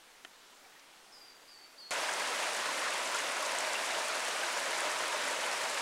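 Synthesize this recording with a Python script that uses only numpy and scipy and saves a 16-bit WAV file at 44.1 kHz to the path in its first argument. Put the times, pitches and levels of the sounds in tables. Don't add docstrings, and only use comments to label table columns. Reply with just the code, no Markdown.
import sys
import numpy as np
from scipy import signal
from scipy.fft import rfft, irfft, next_fast_len
from scipy.io import wavfile

SR = 44100
rng = np.random.default_rng(int(sys.argv[2]) if len(sys.argv) > 2 else 0)


def store_wav(level_fs):
    pcm = np.round(np.clip(np.atleast_2d(level_fs), -1, 1) * 32767)
    wavfile.write(sys.argv[1], SR, pcm.T.astype(np.int16))


N = 256220
TIME = np.arange(N) / SR

# (frequency [Hz], relative level per Hz [dB])
CREEK_SPECTRUM = [(25, -4.5), (60, -28), (100, -15.5), (140, -14.5), (210, -9.5), (270, -6), (380, -5),
                  (800, -2), (1850, -4), (4750, -8.5), (7500, -11), (10000, -14.5), (12500, -20),
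                  (15500, -23.5)]
# (time [s], level [dB], low-pass edge [Hz])
CLICK_CONTACTS = [(0.2489, -35.5, 7000), (0.2517, -35.5, 3400), (0.2527, -45, 3400)]
# (frequency [Hz], level [dB], decay by 60 dB [s])
CLICK_MODES = [(405, -16, 0.016), (680, -12, 0.018), (1480, -3.5, 0.0086), (1850, -6, 0.012),
               (2590, -6, 0.013), (3000, -4.5, 0.015), (3220, -22, .011), (6200, -7, .003),
               (9200, -2, .003)]
# (time [s], starting pitch [Hz], level before the envelope [dB])
LOUD_BUBBLES = [(0.527, 980, -51), (0.647, 2300, -52), (0.660, 740, -49), (0.760, 1860, -49),
                (1.433, 1030, -52), (2.362, 610, -30), (2.686, 1070, -25.5), (2.823, 1070, -30),
                (2.958, 1826, -31), (3.148, 1386, -26), (3.424, 1100, -29), (3.753, 2730, -26),
                (4.155, 620, -34), (4.432, 1540, -28), (4.729, 2130, -26.5), (5.124, 1680, -30),
                (5.325, 1680, -28), (5.485, 813, -30)]
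# (time [s], peak level [dB], band centre [Hz])
LOUD_DROPS = [(0.7962, -47, 5600), (2.1362, -27, 7950), (2.548, -27, 7000), (2.9057, -30, 7950),
              (3.146, -25, 6900), (3.19, -28, 7000), (3.5862, -25.5, 7400), (3.7333, -26, 7700),
              (4.5745, -27, 6400), (4.8058, -25, 8800), (5.08, -29, 8700)]
# (time [s], length [s], pitch before sag [Hz], sag [Hz/s], crest [share of pitch],
# slide time [s], starting level [dB], rasp [share of pitch])
WHISTLES = [(1.117, 0.21, 4910, 1198, .075, 0.037, -54, .055),
            (1.474, .19, 4490, -250, 0.084, .052, -54.5, .05),
            (1.776, .19, 4270, -900, .13, .033, -49.5, .022)]
# (frequency [Hz], relative level per Hz [dB])
FALL_SPECTRUM = [(25, -46), (60, -37.5), (105, -42), (190, -23.5), (270, -14), (450, -7), (600, 0),
                 (820, -3), (1900, -1.5), (3600, -8), (8000, -12.5), (10000, -16.5), (12600, -28.5),
                 (15500, -36)]
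# (frequency [Hz], relative level per Hz [dB])
BUBBLE_COLOUR = [(250, -11), (450, -3), (700, -2.5), (1400, 4), (2300, 0), (3500, -5), (6000, -13.5)]
# (frequency [Hz], relative level per Hz [dB])
SPRAY_COLOUR = [(2000, -8), (4000, -5), (7500, 0), (10000, -3), (12000, -14)]
# (frequency [Hz], bandwidth [Hz], level before drift [dB])
HOLLOWS = [(166.5, 7.1, -72), (269, 56, -68), (597, 91, -48), (964, 126, -46.5)]

SWITCH_S = 1.908
CUTOFF_HZ = 15800
CREEK_DB, RUSH_DB, SPRAY_DB = -58, -36, -45
SPRAY_SURGE_DB, SPRAY_SURGES_PER_S = 1.4, 3.4
PLOP_T60_S = 0.053
FLICK, FLICK_S = 0.24, 0.00707
WHISTLE_ATTACK_S, WHISTLE_RELEASE_S, WHISTLE_FADE_DB_PER_S = 0.01, 0.022, 28
DRIFT_STEP = 40


def from_db(db):
    return 10 ** (np.asarray(db) / 20)


def rms_one(x):
    return x / np.sqrt(np.mean(x ** 2) + 1e-20)


def gain_at(spectrum, hz):
    points, db = np.transpose(spectrum)
    return from_db(np.interp(np.log(np.maximum(hz, 1)), np.log(points), db))


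def drift(rate):
    pole = np.exp(-2 * np.pi * rate * DRIFT_STEP / SR)
    warm_up = 2000
    noise = rng.standard_normal(N // DRIFT_STEP + 2 + warm_up)
    slow = signal.lfilter([1], [1, -2 * pole, pole * pole], noise)[warm_up:]
    return np.interp(np.arange(N) / DRIFT_STEP, np.arange(len(slow)), rms_one(slow))


def ring(clicks, hz, t60):
    radius = np.exp(-np.log(1000) / (t60 * SR))
    angle = 2 * np.pi * hz / SR
    poles = [1, -2 * radius * np.cos(angle), radius * radius]
    return signal.lfilter([1, 0, -1], poles, clicks + 1e-18) / 2


def add(out, s, sound):
    at = round(s * SR)
    out[at:at + len(sound)] += sound[:N - at]


def soften(x, edge_hz, order=2):
    return signal.sosfilt(signal.butter(order, edge_hz, fs=SR, output="sos"), x)


def wash(spectrum, patchy_db, flicker_rate, count=20):
    size = next_fast_len(N)
    hz = np.arange(size // 2 + 1) * SR / size
    noise = rfft(rng.standard_normal(size)) * gain_at(spectrum, hz)
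    band = np.digitize(hz, np.geomspace(100, 14000, count - 1))
    out = np.zeros(N)
    for k in range(count):
        out += irfft(noise * (band == k), size)[:N] * from_db(patchy_db * drift(flicker_rate))
    return rms_one(out)


def grains(colour, per_s, cycles, spread_db, clump_db, clump_rate, count=28):
    strength_db = spread_db * np.minimum(rng.exponential(1, N), 4)
    strengths = from_db(strength_db) * rng.choice([-1, 1], N)
    born = rng.random(N) < per_s * from_db(clump_db * drift(clump_rate)) / SR
    clicks = strengths * born
    dealt = rng.integers(0, count, N)
    out = np.zeros(N)
    for k, hz in enumerate(np.geomspace(colour[0][0], colour[-1][0], count)):
        out += gain_at(colour, hz) * hz * ring(clicks * (dealt == k), hz, cycles / hz)
    return rms_one(out)


def forest(x, t60, wet_db):
    t = TIME[:SR]
    tail = rng.standard_normal(SR) * np.exp(-np.log(1000) * t / t60) * (1 - np.exp(-t / 0.01))
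    tail /= np.sqrt(np.sum(tail ** 2))
    return x + from_db(wet_db) * signal.fftconvolve(x, tail)[:N]


def creek():
    babble = grains(BUBBLE_COLOUR, per_s=330, cycles=26, spread_db=1.0, clump_db=3, clump_rate=9.1)
    babble = soften(babble, edge_hz=3900)
    murmur = wash(CREEK_SPECTRUM, patchy_db=1.04, flicker_rate=4.6)
    return from_db(CREEK_DB) * (from_db(-0.23) * murmur + from_db(-15) * babble)


def click():
    out, pulse = np.zeros(N), signal.unit_impulse(SR // 10)
    body = sum(from_db(db) * ring(pulse, hz, t60) for hz, db, t60 in CLICK_MODES)
    for s, db, bright_hz in CLICK_CONTACTS:
        add(out, s, from_db(db) * soften(body, bright_hz))
    return out


def plops(rise=0.026, attack_s=0.002):
    out, t = np.zeros(N), TIME[:SR // 5]
    envelope = (1 - np.exp(-t / attack_s)) * np.exp(-np.log(1000) * t / PLOP_T60_S)
    for s, hz, db in LOUD_BUBBLES:
        cycles = hz * t * (1 + rise * t / PLOP_T60_S)
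        add(out, s, from_db(db) * envelope * np.sin(2 * np.pi * cycles))
    return out


def spits(decay_s=0.0015, width=0.15):
    out, t = np.zeros(N), TIME[:SR // 50]
    for s, db, hz in LOUD_DROPS:
        edges = [hz / (1 + width), hz * (1 + width)]
        band = signal.butter(2, edges, "band", fs=SR, output="sos")
        burst = signal.sosfilt(band, rng.standard_normal(len(t)) * np.exp(-t / decay_s))
        add(out, s, from_db(db) * burst / np.abs(burst).max())
    return out


def bird(rasp_s=0.038, waver=0.0049, wavers_per_s=40):
    out, quaver, unsteady = np.zeros(N), drift(249), waver * drift(wavers_per_s)
    for s, length, hz, sag_hz_per_s, crest, slide_s, db, rasp in WHISTLES:
        age = np.clip(TIME - s, 0, length)
        fade_in, fade_out = age / WHISTLE_ATTACK_S, (length - age) / WHISTLE_RELEASE_S
        gate = np.clip(np.minimum(fade_in, fade_out), 0, 1)
        slide = crest * np.exp(-(age / slide_s) ** 4)
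        flick = FLICK * np.exp(-(age / FLICK_S) ** 2)
        roughness = rasp * quaver * np.exp(-age / rasp_s)
        pitch = hz * (1 + slide - flick + unsteady + roughness) - sag_hz_per_s * age
        level = from_db(db - WHISTLE_FADE_DB_PER_S * age)
        out += gate * level * np.sin(2 * np.pi * np.cumsum(pitch) / SR)
    return forest(out, t60=0.8, wet_db=-1)


def thump(db=-47, rise_s=0.00066):
    age = np.maximum(TIME - SWITCH_S, 0) / rise_s
    return -from_db(db) * age * np.exp(1 - age)


def gurgle():
    out = np.zeros(N)
    for hz, width, db in HOLLOWS:
        t60 = np.log(1000) / (np.pi * width)
        tone = rms_one(ring(rng.standard_normal(N), hz, t60))
        out += from_db(db + 2.16 * drift(11)) * tone
    return out


def rapids():
    rush = from_db(-0.67) * wash(FALL_SPECTRUM, patchy_db=0.64, flicker_rate=15.5)
    bubbles = grains(BUBBLE_COLOUR, per_s=1900, cycles=30, spread_db=3.5, clump_db=3.5, clump_rate=15)
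    bubbles *= from_db(-6.5)
    spray = grains(SPRAY_COLOUR, per_s=2600, cycles=7.7, spread_db=6.5, clump_db=6.5, clump_rate=22)
    spray *= from_db(-4 + SPRAY_DB + SPRAY_SURGE_DB * drift(SPRAY_SURGES_PER_S))
    high_pass = signal.butter(4, 135, "high", fs=SR, output="sos")
    near = signal.sosfilt(high_pass, from_db(RUSH_DB) * bubbles + gurgle())
    return from_db(RUSH_DB) * rush + soften(near + spray, edge_hz=10500, order=4)


def scene():
    forest_creek = creek() + click() + bird()
    water = np.where(TIME < SWITCH_S, forest_creek, rapids())
    mono = water + plops() + spits() + thump()
    return np.stack([mono, mono])


def record(dry):
    low_pass = signal.ellip(12, 0.1, 80, CUTOFF_HZ, fs=SR, output="sos")
    return signal.sosfilt(low_pass, dry)


dry = scene()
out = record(dry)
store_wav(out)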